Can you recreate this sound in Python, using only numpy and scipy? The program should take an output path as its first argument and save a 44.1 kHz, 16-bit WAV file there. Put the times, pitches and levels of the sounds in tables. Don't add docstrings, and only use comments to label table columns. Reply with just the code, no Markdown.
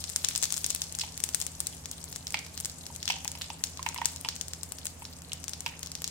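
import sys
import numpy as np
from scipy import signal
from scipy.fft import rfft, irfft, next_fast_len
from scipy.io import wavfile
from scipy.ndimage import uniform_filter1d

SR = 44100
rng = np.random.default_rng(int(sys.argv[2]) if len(sys.argv) > 2 else 0)


def waveform_to_disk(signal):
    frames = np.transpose(np.atleast_2d(signal))
    scaled = np.clip(frames, -1, 1) * 32767
    samples = np.round(scaled).astype(np.int16)
    wavfile.write(sys.argv[1], SR, samples)


N = 269010
T = np.arange(N) / SR


def undb(db):
    return 10 ** (np.asarray(db) / 20)


def unit(x):
    return x / np.sqrt(np.sum(x ** 2, axis=-1, keepdims=True))


def level(x, db):
    return x * undb(db) / np.sqrt(np.mean(x ** 2))


def sides(pan_db):
    gains = undb(np.array([pan_db, -pan_db]) / 2)
    return unit(gains)[:, None] * np.sqrt(2)


def add(out, x, s):
    i = int(np.clip(s * SR, 0, N - 1))
    out[..., i:i + x.shape[-1]] += x[..., :N - i]


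def colour(x, points):
    hz, db = np.transpose(points)
    size = next_fast_len(N)
    f = np.maximum(np.fft.rfftfreq(size, 1 / SR), 1)
    gain = undb(np.interp(np.log(f), np.log(hz), db))
    return irfft(rfft(x, size) * gain, size)[..., :N]


def walk(rate):
    k = int(SR / rate)
    steps = np.repeat(rng.standard_normal(N // k + 1), k)
    smooth = uniform_filter1d(uniform_filter1d(steps, k), k)
    return level(smooth[:N], 0)


def fade(t, t60):
    return np.exp(-np.log(1000) * t / t60)


def ring(hz, cycles, size, rise=0.75, glide=0):
    turns = T[:size] * hz
    sweep = 1 + glide * np.minimum(turns / cycles, 1)
    tone = np.sin(2 * np.pi * np.cumsum(hz * sweep) / SR)
    return unit(tone * (1 - np.exp(-turns / rise)) * fade(turns, cycles))


def splash(t60, size):
    envelope = fade(T[:size], t60)
    rough = rfft(rng.standard_normal((2, size)) * envelope)
    even = irfft(rough / np.abs(rough), size)
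    return unit(even * np.sqrt(envelope))


def bowl(x, chance, focus_ms=0.272, lag_ms=0.092):
    focus_gain, wall_gain, wall_ms, wander = 2.4, .85, .9, .13
    per_ms = -2j * np.pi * np.fft.rfftfreq(x.shape[-1], 1 / SR) / 1000
    spot = np.exp(wander * chance)[:, None]
    bottom = focus_gain * np.exp(per_ms * focus_ms * spot[:2])
    wall = wall_gain * np.exp(per_ms * wall_ms * spot[2:4])
    ports = np.exp(per_ms * lag_ms * np.array([[0], [1]]))
    heard = irfft(rfft(x) * (1 + bottom + wall) * ports, x.shape[-1])
    return heard / np.sqrt(np.sum(heard ** 2) / 2)


def fizzing():
    boil_peak_s, boil_db, boil_rise_s, boil_fall_s = 0.64, 3, 2.8, 0.28
    simmer_db, drying_db_per_s = -47.5, 0.88
    froth_db, froth_t60_s = -48.5, 0.18
    since = T - boil_peak_s
    boil = np.exp(-np.abs(since) / np.where(since < 0, boil_rise_s, boil_fall_s))
    power = undb(simmer_db - drying_db_per_s * T + boil_db * boil) ** 2
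    settling = fade(T[:SR], froth_t60_s)
    for s, db, *_ in BUBBLE_TICKS:
        add(power, (undb(db + froth_db) * settling) ** 2, s)
    return 10 * np.log10(power)


# (frequency [Hz], relative level per Hz [dB])
HISS_COLOUR = [(500, -12), (1500, -7), (3000, -3), (4800, 2.5), (7500, 9), (9500, 5), (12000, -1),
               (15500, -12)]


def fizz(fizz_db, gain_db=-2.0, pan_db=1.0):
    flurry_db, flurries_per_s = 2.7, 130
    size = next_fast_len(N)
    spectrum = rfft(rng.standard_normal((2, N)), size)
    f = np.maximum(np.fft.rfftfreq(size, 1 / SR), 1000)
    half_octave = np.round(2 * np.log2(f))
    hiss = np.zeros((2, N))
    for band in np.unique(half_octave):
        noise = irfft(spectrum * (half_octave == band), size)[:, :N]
        hiss += noise * undb(flurry_db * walk(flurries_per_s))
    return level(colour(hiss, HISS_COLOUR), gain_db) * undb(fizz_db) * sides(pan_db)


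def crackle(fizz_db, gain_db=-4, pan_db=6, pitch_hz=6600):
    out, count = np.zeros((2, N)), 9000
    per_s, spread_db, ceiling_db, pitch_spread, cycles, snap = 110, 6.5, 11, .36, 9, .3
    activity = undb(fizz_db - np.mean(fizz_db) + 4 * walk(35))
    draws = np.c_[rng.random((count, 3)), rng.standard_normal((count, 5))]
    for when, luck, strength, *chance in draws:
        if luck < per_s * T[-1] / count * activity[int(when * N)]:
            hz = np.clip(pitch_hz * np.exp(pitch_spread * chance[4]), 2500, SR / 3)
            burst = ring(hz, cycles, size=256, rise=0.19)
            burst[0] += snap
            db = min(-spread_db * np.log(1 - strength), ceiling_db)
            add(out, bowl(burst, np.array(chance)) * undb(db), when * T[-1])
    out = colour(out, [(300, -14), (2000, 0.0), (7000, 5.0), (14000, 4.0)])
    return level(out, gain_db) * undb((fizz_db + np.mean(fizz_db)) / 2) * sides(pan_db)


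def rattle(x):
    t = T[:SR // 2]
    echoes = unit(rng.standard_normal((2, len(t))) * fade(t, .032) * (t > .001))
    return colour(signal.fftconvolve(x, echoes, axes=1)[:, :N], [(1000, -1), (2500, 4)])


def kitchen(x, room_t60=0.42, room_db=-10):
    t = T[:SR // 2]
    echoes = unit(rng.standard_normal((2, len(t))) * fade(t, room_t60) * (t > .006))
    tail = signal.fftconvolve(x[:1] + x[1:], echoes / 2, axes=1)[:, :N]
    tail = colour(tail, [(300, 18), (900, 2.5), (2600, 5.0), (4200, 2.0), (5800, 4.5),
                         (8000, 4.5), (14000, -1.0)])
    return undb(room_db) * tail


# (frequency [Hz], rms level about which it wavers [dB])
HUM_TONES = [(68.7, -62.5), (82.4, -54), (123.8, -66), (137.5, -70.5), (164.8, -57.5), (247.2, -72.5),
             (271, -71)]


def hum(pan_db=-0.3):
    waver_db = .5
    tones = np.zeros(N)
    for hz, db in HUM_TONES:
        gain = undb(db + waver_db * walk(4.68))
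        tones += gain * np.sin(2 * np.pi * (hz * T + rng.random()))
    return np.sqrt(2) * tones * sides(pan_db)


# (frequency [Hz], relative level per Hz [dB])
BURNER_COLOUR = [(20, -5), (50, -6.5), (85, 7), (105, -3.5), (135, 3.5), (210, -3), (268, 0.5), (300, -8),
                 (480, -7.5), (850, -9.5), (1400, -16), (3000, -19.5), (12000, -87)]


def rush(apart_hz=650, rush_db=-53):
    mid, side = rng.standard_normal((2, N))
    side = colour(side, [(30, -7), (90, -12), (apart_hz, -4), (2000, -1)])
    both = mid + side * np.array([[1], [-1]])
    return level(colour(both, BURNER_COLOUR), rush_db)


# (time [s], relative energy [dB],
# pitch [Hz], left minus right of the ring [dB], snap relative to the usual snap [dB])
BUBBLE_TICKS = [(0.0407, -8.5, 6000, 7, -6), (0.0942, -12.5, 7800, 22, 5), (0.099, -10.5, 7160, 12, -1),
                (0.1614, 1.5, 7660, 7, 1.5), (0.2434, -15, 3230, 7, -4), (0.247, 1.5, 6300, 32, -13),
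                (0.287, -0.5, 7100, 2, -6), (0.31, -18, 3320, 19, 0), (0.3519, -7.5, 5990, -3, 2),
                (0.36, -1.5, 6800, 18, 5), (0.3777, -4.5, 7800, 20, -4), (0.4175, -14, 7150, 13, 1),
                (0.4255, -10, 5800, 13, -4), (0.4279, -1, 8200, 10, 6.5), (0.4345, -1.5, 6200, 4, -6),
                (0.4406, -1, 6960, 11, 2), (0.455, -8, 6200, 13, -3), (0.505, -10, 6100, 20, -12),
                (0.524, -1.5, 8300, 9, 2), (0.5348, -14, 6800, 14, -5), (0.5414, -6.5, 6640, 18, -6),
                (0.566, -9.5, 7050, 9, -6), (0.5714, -8, 7550, 11, 5), (0.579, -7.5, 7220, 18, 0),
                (0.615, -22, 7500, 10, -2), (0.6441, -2, 6100, 4, -17), (0.6638, -4, 8300, 13, -9),
                (0.6993, -13, 6900, 5, -5), (0.7041, -1.5, 7450, 12, 5), (0.7076, -8.5, 6250, -4, -14),
                (0.7175, -20, 6040, 10, -7), (0.7488, -3.5, 8800, 3, -1), (0.761, -11, 6570, 12, -3),
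                (0.8188, -3.5, 6300, 0, 1.5), (0.84, -17, 7400, 12, 3), (0.9245, -12.5, 8150, 9, 3),
                (0.951, -10, 7160, 9, 3), (0.988, -7, 7300, 6, 6), (1.01, -10, 6240, 8, -7),
                (1.177, -10, 8300, 1, 7), (1.2032, -11, 7500, 7, 10), (1.239, 1.5, 7870, 12, 5),
                (1.29, -10, 7400, 3, 8), (1.3366, -19, 6100, 9, 2), (1.3469, 3, 8070, 23, 7.5),
                (1.402, -9, 8230, 6, -4), (1.4152, -4, 6900, 11, 5.5), (1.423, -9.5, 8160, 10, 6),
                (1.4662, -6.5, 8100, 11, -10), (1.6038, -2, 8340, 4, 5), (1.6699, -3.5, 7400, 2, -3),
                (1.8576, -12.5, 6370, 2, 5), (1.914, -10, 7600, 2, -5), (2.0412, -13, 8000, 7, -3),
                (2.127, -14.5, 7350, 0, 6), (2.161, -10, 7700, 6, 8), (2.2698, -10, 5640, 0, -1),
                (2.2795, -17, 7650, 3, -7), (2.306, -14.5, 7580, 1, 9), (2.3234, -14, 8140, 2, -1),
                (2.3906, -13.5, 6200, 2, -8), (2.465, -20, 5800, -2, 21), (2.5767, -11, 6500, 4, 9.5),
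                (2.602, -9, 8160, 3, 0), (2.6083, -13.5, 9400, 4, 0), (2.648, -7, 7140, 4, 5),
                (2.657, -5.5, 7800, 3, 9), (2.6982, -15.5, 6100, 0, -9), (2.8658, -14, 6700, 1, 0),
                (2.962, -13, 7500, 9, -10), (3.0289, -11, 5350, 6, -9), (3.0557, -12, 5900, 14, -11),
                (3.078, -8, 4770, 17, -11), (3.0896, -9, 5460, 11, 8), (3.122, -11, 5200, 5, -5),
                (3.2474, -10, 7460, 12, 9), (3.2785, -5.5, 6550, 6, -1), (3.317, -12.5, 8000, 4, 4),
                (3.413, -16.5, 3740, 4, 6), (3.443, -20.5, 4400, 4, 2), (3.639, 0, 6900, 5, 4.5),
                (3.6704, -19, 5940, 16, -4), (3.7735, -15.5, 6340, 3, -2), (3.8286, -10.5, 6660, 1, -3),
                (3.8888, -7.5, 6800, 15, -1), (3.9452, -12, 9600, 6, 17), (3.978, -15, 5500, 4, -3),
                (4.0476, -14, 6000, 1, 3), (4.0568, 4, 7300, 9, 4), (4.1615, -13, 6860, 9, -13),
                (4.2116, -15, 9050, 5, -11), (4.2878, -3.5, 5600, 3, 5), (4.3558, -17, 8000, 7, 2),
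                (4.3634, -14.5, 6300, 5, 4), (4.4122, -5.5, 6730, 13, 4), (4.4827, -13.5, 7640, 9, 0),
                (4.5348, -9.5, 6600, 8, 5), (4.6328, -8.5, 7900, 15, 6.5), (4.7213, -9, 8700, 6, 7.5),
                (4.7855, -18, 5630, 5, -11), (4.8498, -20, 7900, 5, 0), (4.8554, -7.5, 8900, 2, 8),
                (4.8684, -7, 7100, 5, -1), (5.0524, -17, 5100, 3, -8), (5.22, -21.5, 7460, 2, 10),
                (5.3326, -8, 7400, 10, 3), (5.4413, -12.5, 7140, 7, 7), (5.4815, -9, 6800, 12, 2),
                (5.4943, -12, 7870, 4, 3), (5.5346, -10.5, 5530, 9, -3), (5.6062, -11, 7600, 8, -1),
                (5.7932, -18.5, 8000, 14, 3), (5.8309, -10.5, 6230, 4, 7.5), (5.8612, -14.5, 6670, 4, 0),
                (5.872, -16.5, 6050, 10, 10), (5.9177, -13, 6600, 2, -19), (5.9525, -10, 5930, 3.5, -7),
                (6.02, -12, 7800, 6, 19), (6.043, -5.5, 5900, 2, -7), (6.0772, -9.5, 6400, 15, -4)]


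def ticks(snap=0.33, lead_s=.0003, gain_db=0, spill_cycles=3.66):
    direct, spill = np.zeros((2, 2, N))
    ring_s, rise = .0006, 1.1
    sputter, sputter_t60 = .24, .006
    typical_hz, typical_spill_db, spill_db_per_octave = 6820, -2.5, -5
    chances = rng.standard_normal((len(BUBBLE_TICKS), 4))
    for (s, db, hz, pan_db, snap_db), chance in zip(BUBBLE_TICKS, chances):
        burst = ring(hz, ring_s * hz, size=512, rise=rise) * sides(pan_db)
        burst = burst + sputter * splash(sputter_t60, size=512)
        burst[:, 0] += snap * undb(snap_db) * sides(pan_db * 0.97)[:, 0]
        add(direct, bowl(burst, chance) * undb(db + gain_db), s - lead_s)
        spill_db = db + typical_spill_db + spill_db_per_octave * np.log2(hz / typical_hz)
        spilled = ring(hz, spill_cycles, size=512, rise=rise) * sides(pan_db / 2)
        add(spill, spilled * undb(spill_db), s - lead_s)
    direct = colour(direct, [(100, -11.5), (500, 1.5), (1100, 2.5), (2000, 5), (3000, 2), (4200, 1.0),
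                             (6000, 2.0), (8500, 1.0), (11000, 3.0), (15000, 1.5)])
    spill = colour(spill, [(100, -31), (1000, 4.5), (2500, 4), (4500, 4.0), (6000, 0), (8000, -0.5),
                           (11000, -3.0), (15000, 5.5)])
    return direct, spill


def spray(crack_hz, size, landing_s=.035, pitch_ratio=1.25):
    out = np.zeros((2, N))
    pitch_spread, spread_db, cycles = .36, 5, 5
    draws = np.c_[rng.exponential(landing_s, size=24), rng.standard_normal(size=(24, 6))]
    for wait, pitch, strength, *chance in draws:
        hz = min(crack_hz * pitch_ratio * np.exp(pitch_spread * pitch), SR / 3)
        spit = ring(hz, cycles, size=256)
        add(out, bowl(spit, np.array(chance)) * undb(spread_db * strength), wait)
    return unit(out[:, :size])


def husk(crack_hz, overtone_db, crack_db=-1.5, spray_db=-11, click_db=-9, overtone=1.87, snap=0.38):
    size, husk_t60, crack_cycles = 8192, .014, 5.5
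    low = ring(crack_hz, crack_cycles, size=512, rise=1.0)
    high = ring(overtone * crack_hz, overtone * crack_cycles, size=512, rise=1.0)
    body = low - undb(overtone_db) * high
    tear = splash(husk_t60, size)
    tear[:, 0] += snap
    crack = unit(signal.fftconvolve(tear, body[None], axes=1)[:, :size])
    click = splash(0.0036, size) * sides(5.4)
    return undb(crack_db) * crack + undb(click_db) * click + undb(spray_db) * spray(crack_hz, size)


# (time [s], starting ring pitch [Hz], relative ring energy [dB], crack pitch [Hz],
# relative crack level [dB], crack overtone against its main resonance [dB])
SEED_POPS = [(1.036, 857, -14, 3000, -18, -13), (2.343, 860, -8, 2430, -2, -7.5),
             (2.902, 876, -20, 3440, -35, -10), (3.1, 847, -5.5, 2650, -7, -10),
             (3.104, 830, -10, 3000, -2.5, -11), (3.165, 860, -21, 2880, -24, -8),
             (3.253, 850, -13.5, 2450, -19.5, -12), (3.352, 880, -22, 2640, -20, -4),
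             (3.502, 863, -11, 3130, -16, -6), (3.793, 1045, -14, 2400, -21, -5),
             (3.863, 894, -6, 3020, -12, -17), (3.864, 900, -20, 2110, -7.5, -28),
             (3.961, 980, -16, 2100, -16, -8), (3.984, 903, -11.5, 2870, -16.5, -6),
             (4.016, 897, -3, 1770, -11.5, -9), (4.248, 930, -15, 2740, -10.5, -6),
             (4.258, 896, -13.5, 3080, -23, -13), (5.021, 890, -18, 2330, -25.5, -18),
             (5.6624, 906, -11, 3100, -6.5, -20), (5.6626, 910, -35, 1800, -11, -20)]
# (time [s], crack pitch [Hz],
# relative crack level [dB], crack overtone against its main resonance [dB])
SEED_CRACKS = [(0.996, 5000, -9, -13), (1.0136, 4130, -5.5, -25), (3.078, 3320, -5.5, -5),
               (3.418, 3900, -9.5, -9), (5.319, 3350, -13.5, -15)]


def pops(ring_cycles=21, ring_db=1):
    out = np.zeros((2, N))
    for s, hz, db, crack_hz, loud_db, overtone_db in SEED_POPS:
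        add(out, husk(crack_hz, overtone_db) * undb(loud_db), s)
        hollow = ring(hz, ring_cycles, size=8192, rise=0.93, glide=0.013)
        add(out, hollow * undb(db + ring_db), s)
    for s, crack_hz, loud_db, overtone_db in SEED_CRACKS:
        add(out, husk(crack_hz, overtone_db) * undb(loud_db), s)
    out = signal.sosfilt(signal.butter(4, 560, "high", fs=SR, output="sos"), out)
    return colour(out, [(850, -3.5), (1080, -1.5), (1500, 1.0), (1950, 2.0), (2750, 4.0), (3200, 2.5),
                        (3800, -0.5), (5000, 3.0), (8000, 6.5), (12000, -5.0)])


def scene():
    fizz_db = fizzing()
    direct, spill = ticks()
    frying = pops() + crackle(fizz_db)
    bubble_rattle_db, seed_rattle_db = -8, -7
    in_pan = rattle(undb(bubble_rattle_db) * spill + undb(seed_rattle_db) * frying)
    in_room = kitchen(spill + frying)
    return direct + frying + in_pan + in_room + fizz(fizz_db) + hum() + rush()


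def record(dry):
    left, right = dry
    right = colour(right, [(5000, 1.5), (7500, -2.5), (9500, -3.0), (13000, 1.5)])
    clipped = np.clip([left, right], -1, 1)
    return signal.sosfilt(signal.ellip(8, .2, 70, 15900, fs=SR, output="sos"), clipped)


dry = scene()
out = record(dry)
waveform_to_disk(out)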